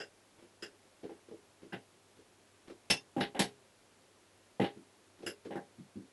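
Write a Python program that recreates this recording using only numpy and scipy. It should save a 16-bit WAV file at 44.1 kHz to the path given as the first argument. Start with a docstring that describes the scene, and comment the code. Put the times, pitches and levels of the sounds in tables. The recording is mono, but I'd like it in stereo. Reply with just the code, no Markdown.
"""Light clicks and soft bumps, then louder clunks: a small gearbox in an open engine case is shifted
by hand on a table in a workshop corner. The shift pawl clicks and the detent snaps home. In each shift
the gear dogs butt, slide on and drop into their slots; in between, the shafts bump in their play.
Each impact excites the resonances of the steel parts or of the case, and the parts rebound.
Near walls reflect every blow at once; a faint hiss and hum lie underneath."""
import sys
import numpy as np
from scipy import signal
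from scipy.fft import rfft, irfft
from scipy.io import wavfile

SR = 44100
rng = np.random.default_rng(int(sys.argv[2]) if len(sys.argv) > 2 else 0)


def dump(signal):
    """Clip the signal to [-1, 1] and save it as 16-bit WAV at the path in sys.argv[1]."""
    limited = np.clip(np.atleast_2d(signal).T, -1, 1)
    pcm = np.round(limited * 32767).astype(np.int16)
    wavfile.write(sys.argv[1], SR, pcm)


N = 270308
RING = np.arange(16384) / SR  # time axis of one blow, in seconds

# Normal modes of the case on its table. Each row: frequency in Hz, level in dB, 60 dB decay in seconds.
CASE_MODES = [(127.5, -22, 0.53), (160.7, -5.5, 0.2), (195, 2, 0.15), (258.2, -4, 0.21),
              (286.3, -10.5, 0.24), (339.2, 0.5, 0.15), (411.2, -13.5, 0.4), (455.1, -9, 0.24),
              (574, -14, 0.31), (552, -1, 0.051), (675, -33.5, 0.57), (719, -11.5, 0.24), (802, -2, 0.2),
              (919, -16, 0.079)]
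# Spectra of overlapping modes in the case and in the gears, and a flat spectrum.
# Each row: frequency in Hz, relative spectral density in dB.
CASE_DENSE_MODES = [(30, -22), (62, -27), (110, 10.5), (170, -1), (280, 2.5), (420, 3.5), (640, -2.5),
                    (850, -0.5), (1000, -14.5), (1200, -24), (3000, -37.5)]
GEAR_DENSE_MODES = [(300, -3), (900, 6.5), (1250, -1.5), (1700, 4.5), (3900, 2.5), (6000, 0.5),
                    (9000, -3.5), (11500, -7)]
WHITE = [(20, 0), (20000, 0)]


def from_db(db):
    """Amplitude ratio of a level in decibels."""
    return 10 ** (np.asarray(db) / 20)


def at_hz(points, hz):
    """Interpolation of a table on a logarithmic frequency axis."""
    known_hz, values = np.transpose(points)
    return np.interp(np.log(hz + 1), np.log(known_hz), values)


def butter(x, hz, kind, order=2):
    """Causal low- or high-pass with a maximally flat passband."""
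    return signal.sosfilt(signal.butter(order, np.clip(hz, 15, .45 * SR), kind, fs=SR, output="sos"), x)


def unit_attack(x):
    """Normalisation of a blow to rms 1 over its first 20 ms."""
    return x / np.sqrt(np.mean(x[..., :SR // 50] ** 2) + 1e-20)


def decay(t60):
    """Exponential damping: the envelope falls 60 dB in t60 seconds."""
    return np.exp(-np.log(1000) * RING / max(t60, 1e-3))


def resonate(x, hz, width_hz):
    """Two-pole resonance with unit gain at its peak."""
    r = np.exp(-np.pi * width_hz / SR)
    feedback = [1, -2 * r * np.cos(2 * np.pi * hz / SR), r * r]
    return signal.lfilter(np.array([1, 0, -1]) * (1 - r * r) / 2, feedback, x)


def through_peaks(x, peaks):
    """Forced vibration of a steel part: parallel resonances of alternating sign."""
    return unit_attack(sum((-1) ** k * from_db(db) * resonate(x, hz, width_hz)
                           for k, (hz, width_hz, db) in enumerate(peaks)))


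def struck(modes, spread_db):
    """Free vibration: a sum of damped modes, each with a random sign and strength."""
    ring = 0
    for hz, db, t60 in modes:
        amplitude = rng.choice([-1, 1]) * from_db(db + spread_db * rng.standard_normal())
        ring += amplitude * np.sin(2 * np.pi * hz * RING) * decay(t60)
    return unit_attack(ring)


def diffuse_noise(spectrum, correlation, size):
    """Diffuse field: noise from all sides is partly correlated at two close microphones; rms 1."""
    hz = np.fft.rfftfreq(size, 1 / SR)
    mid, side = rfft(rng.standard_normal((2, size)))
    alike = np.clip(at_hz(correlation, hz), -.99, .995)
    pair = np.sqrt(1 + alike) * mid + np.sqrt(1 - alike) * side * [[1], [-1]]
    noise = irfft(pair * from_db(at_hz(spectrum, hz)), size)
    return noise / noise.std()


def still_room(hiss_db=-64, hum_db=-79, hum_hz=99):
    """Noise floor: stationary hiss with a trace of mains hum."""
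    # The hiss. Each row: frequency in Hz, relative spectral density in dB.
    spectrum = [(15, -64), (25, -13), (70, -16), (90, -6.5), (126, -9), (184, -8.5), (204, -4.5), (257, -6),
                (398, -2.5), (476, -7.5), (514, -4), (615, -7), (815, -8.5), (1200, -11.5), (11400, -18.5),
                (14800, -111), (22000, -120)]
    # Its likeness at the microphones. Each row: frequency in Hz, correlation coefficient.
    correlation = [(100, 0.7), (300, 0.82), (600, 0.64), (1200, 0.56), (2600, 0.32), (5600, 0.033),
                   (11000, 0.014)]
    hum = from_db(hum_db) * np.sqrt(2) * np.sin(2 * np.pi * hum_hz * np.arange(N) / SR)
    return from_db(hiss_db) * diffuse_noise(spectrum, correlation, size=N) + hum


def wash(spectrum, t60, contact_s=.002, early_s=0.056, early_db=16, grain_db=2.5):
    """Reverberation of a blow: early reflections, then a tail, grainy from chatter and single echoes."""
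    # Likeness of a blow at the microphones. Each row: frequency in Hz, correlation coefficient.
    correlation = [(100, .99), (300, .993), (700, .985), (1200, .96), (2600, .9), (5500, .72), (11000, .45)]
    early = 1 + from_db(early_db) / (1 + (RING / early_s) ** 4)
    steps = RING[::64]
    grain = from_db(grain_db * np.interp(RING, steps, rng.standard_normal(len(steps))))
    contact = np.minimum(RING / contact_s, 1)
    noise = diffuse_noise(spectrum, correlation, size=len(RING))
    return unit_attack(noise * contact * early * grain * decay(t60))


def bump(hz, swell_s=0.001):
    """Band-limited excitation: a soft push shakes the case only around one pitch."""
    push = wash(CASE_DENSE_MODES, t60=0.3) + from_db(0.5) * struck(CASE_MODES, spread_db=0.3)
    swell = np.minimum(RING / swell_s, 1)
    band = resonate(push * swell, hz, width_hz=0.44 * hz)
    return unit_attack(butter(band, 1.67 * hz, "low", order=4))


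def shafts(touch_db=-6.5, settle_s=0.033, settle_db=-15.5):
    """Backlash: a shaft touches with a tick, crosses its play, pushes on the case and settles."""
    # Shaft bumps. Each row: start in seconds, level in dB, pitch in Hz, crossing in seconds, tick in dB.
    bumps = [(0.384, -57.5, 370, .039, -66), (0.71, -66.5, 410, 0.011, -75),
             (1.031, -42.5, 382, 0.0084, -61), (1.092, -50.5, 410, .022, -70),
             (1.283, -48.5, 395, 0.029, -70), (1.618, -53.5, 327, .012, -67),
             (2.168, -61.5, 390, .012, -69.5), (2.674, -50, 352, .022, -58), (4.758, -53.5, 260, .012, -72),
             (5.188, -58, 260, 0.017, -67), (5.223, -46.5, 387, 0.0082, -62),
             (5.449, -44.5, 347, 0.0062, -58.5), (5.778, -46.5, 185, 0.013, -72),
             (5.955, -43, 238, 0.0087, -73)]
    # The tick of the teeth. Each row: frequency in Hz, relative spectral density in dB.
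    tick = [(300, 2), (900, 0), (2000, -2.5), (5500, -10), (7000, -16), (11500, -18.5)]
    for s, db, hz, cross_s, tick_db in bumps:
        yield s, from_db(db + touch_db) * bump(hz) + from_db(tick_db) * wash(tick, t60=0.31)
        yield s + cross_s, from_db(db) * bump(hz) + from_db(tick_db - 0.5) * wash(tick, t60=0.18)
        yield s + cross_s + settle_s, from_db(db + settle_db) * bump(hz)


def pawl(hardness_hz):
    """Impact on a thin steel plate: the shorter the contact, the brighter the click."""
    # Resonances of the pawl. Each row: frequency in Hz, bandwidth in Hz, level in dB.
    peaks = [(1520, 167, 4.5), (1920, 400, -2.5), (2774, 77, 7), (3350, 260, -7), (4820, 157, 0.5),
             (5150, 290, 1), (7330, 460, -6.5), (10970, 370, -1)]
    click = through_peaks(wash(WHITE, t60=0.14), peaks) + from_db(-13) * wash(GEAR_DENSE_MODES, t60=0.22)
    return unit_attack(butter(click, hardness_hz, "low", order=3) + 0.098 * click)


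def detent(ring_db=-6.5):
    """Forced and free vibration: the sprung lever chatters into its notch and its modes ring cleanly."""
    # Resonances of the lever and its spring. Each row: frequency in Hz, bandwidth in Hz, level in dB.
    peaks = [(1700, 54, -8.5), (2690, 103, 6), (2830, 31, -1), (2967, 30, -4), (3224, 38, -7),
             (3400, 20, -8), (3590, 29, -2.5), (4340, 47, -9), (5027, 74, 1), (5290, 160, 2), (5401, 83, 4),
             (5460, 60, 2), (6080, 50, -3), (6273, 54, -3), (6660, 62, -6), (9330, 300, -10),
             (10300, 450, -11)]
    chatter = through_peaks(wash(WHITE, t60=0.12), peaks)
    ring = struck([(hz, db, .13) for hz, _, db in peaks], spread_db=1.2)
    return unit_attack(chatter + from_db(ring_db) * ring)


def case(lowest_hz):
    """Modal response of casting and table: a brief, light blow hardly moves the lowest modes."""
    boom = butter(struck(CASE_MODES, spread_db=1.35), 2000, "low")
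    dense = from_db(-3) * wash(CASE_DENSE_MODES, t60=0.27)
    return unit_attack(butter(boom + dense, lowest_hz, "high", order=4))


def gears(hardness_hz):
    """Contact time limits bandwidth: steel dogs clash, with less treble when oil cushions them."""
    # Resonances of the gear cluster. Each row: frequency in Hz, bandwidth in Hz, level in dB.
    peaks = [(1610, 170, 5.5), (2030, 170, 5.5), (2370, 110, -5), (2910, 230, 7), (3830, 450, 6),
             (4560, 150, 6.5), (5400, 160, 4.5), (7850, 590, 0.5), (10870, 1040, 5)]
    clash = through_peaks(wash(WHITE, t60=0.18), peaks) + from_db(-2) * wash(GEAR_DENSE_MODES, t60=0.23)
    return unit_attack(butter(clash, hardness_hz, "low", order=6) + from_db(-22.5) * clash)


def clunk(case_db, lowest_hz, steel_db, hardness_hz):
    """Structure-borne sound: steel meets steel and shakes the case."""
    return from_db(case_db) * case(lowest_hz) + from_db(steel_db) * gears(hardness_hz)


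def selector(push_db=-2.5):
    """Impact and rebound in the shift mechanism: pawl, detent, spring and stop."""
    # The pawl drops over a pin and pushes on the case.
    # Each row: start in seconds, level in dB, contact cutoff in Hz, pitch of the push in Hz.
    pawl_drops = [(0.0, -45, 7900, 516), (0.622, -44.5, 9600, 390), (1.722, -48.5, 3470, 347),
                  (5.262, -39, 19000, 410)]
    # The detent snaps home; a small spring zings. Each row: start in seconds, level in dB.
    detent_snaps = [(2.9, -29)]
    zings = [(3.201, -50)]
    # The pawl bounces twice; the detent's roller bottoms out, then hops once.
    # Each row: delay in seconds, relative level in dB.
    pawl_bounces = [(.011, -4), (.035, -11)]
    detent_bounces = [(.005, 2), (.066, -16.5)]
    # Resonances of the small spring. Each row: frequency in Hz, bandwidth in Hz, level in dB.
    spring_peaks = [(5200, 210, 0), (10770, 220, 0)]
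    # The selector hits its stop. Each row: start in seconds, case level in dB, its low cutoff in Hz,
    # steel level in dB, contact cutoff in Hz.
    stops = [(1.094, -56.5, 650, -65.5, 2500), (1.729, -41.5, 84.5, -47, 3000),
             (2.901, -34.5, 62, -28.5, 11100)]
    for s, db, hardness_hz, push_hz in pawl_drops:
        yield s, from_db(db + push_db) * bump(push_hz)
        for delay, bounce_db in [(0, 0.0038)] + pawl_bounces:
            yield s + delay, from_db(db + bounce_db) * pawl(hardness_hz)
    for s, db in detent_snaps:
        for delay, bounce_db in [(0, 0)] + detent_bounces:
            yield s + delay, from_db(db + bounce_db) * detent()
    for s, db in zings:
        yield s, from_db(db) * through_peaks(wash(WHITE, t60=0.28), spring_peaks)
    for s, *blow in stops:
        yield s, clunk(*blow)


def gear_changes(rattles=3, gap_s=.02, first_db=-10.5, loss_db=7):
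    """Inelastic collisions: the dogs butt twice, slide on, seat and rattle ever more weakly."""
    # Shifts. Each row: start in seconds; the butt's case level in dB, low cutoff in Hz and steel level
    # in dB; slide in seconds; the same three for the seating, and its contact cutoff in Hz.
    shifts = [(3.164, -32, 129, -54.5, 0.042, -34.5, 167, -34.5, 4100),
              (3.347, -42, 290, -51.5, .045, -28, 115, -28.5, 10900),
              (4.597, -28, 129, -43, 0.042, -40, 201, -41.5, 3680),
              (5.506, -42, 180, -57.5, 0.049, -37.5, 170, -50, 1780)]
    oil_cutoff_hz, rebutt_s = 2920, .016  # the dog faces meet through a film of oil
    for s, butt_db, butt_hz, butt_steel_db, slide_s, seat_db, seat_hz, seat_steel_db, hard_hz in shifts:
        yield s, clunk(butt_db, butt_hz, butt_steel_db, oil_cutoff_hz)
        # With the oil squeezed out: less boom, more steel.
        yield s + rebutt_s, clunk(butt_db - 4, butt_hz, butt_steel_db + 2.5, oil_cutoff_hz)
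        yield s + slide_s, clunk(seat_db, seat_hz, seat_steel_db, hard_hz)
        for k in range(rattles):
            rattle = clunk(seat_db - 3, seat_hz, seat_steel_db, hard_hz)  # light: shakes the case less
            yield s + slide_s + (k + 1) * gap_s, from_db(first_db - k * loss_db) * rattle


def microphones(x, right_lead_samples=1.5):
    """Time and level cues: sound reaches the right microphone sooner; the housing tilts the balance."""
    # Stereo balance. Each row: frequency in Hz, left minus right level in dB.
    balance = [(60, 0), (200, 1.7), (630, 2), (2000, .5), (6600, -1), (11500, -3.5)]
    hz = np.fft.rfftfreq(2 * N, 1 / SR)
    sides = np.array([[.5], [-.5]])
    delay = np.exp(-2j * np.pi * hz * right_lead_samples / SR * sides)
    tilt = from_db(at_hz(balance, hz) * sides)
    return irfft(rfft(x, 2 * N) * delay * tilt)[:, :N]


def scene():
    """Superposition: every contact, given as (start in seconds, sound), adds to the quiet room."""
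    contacts = np.zeros((2, N))
    for s, sound in (*selector(), *gear_changes(), *shafts()):
        start = round(s * SR)
        contacts[:, start:start + len(RING)] += sound[..., :N - start]
    return microphones(contacts) + still_room()


def record(dry):
    """Band limiting: an elliptic low-pass cuts steeply above 11.6 kHz."""
    return signal.sosfilt(signal.ellip(12, .1, 80, 11600, fs=SR, output="sos"), dry)


dry = scene()
out = record(dry)
dump(out)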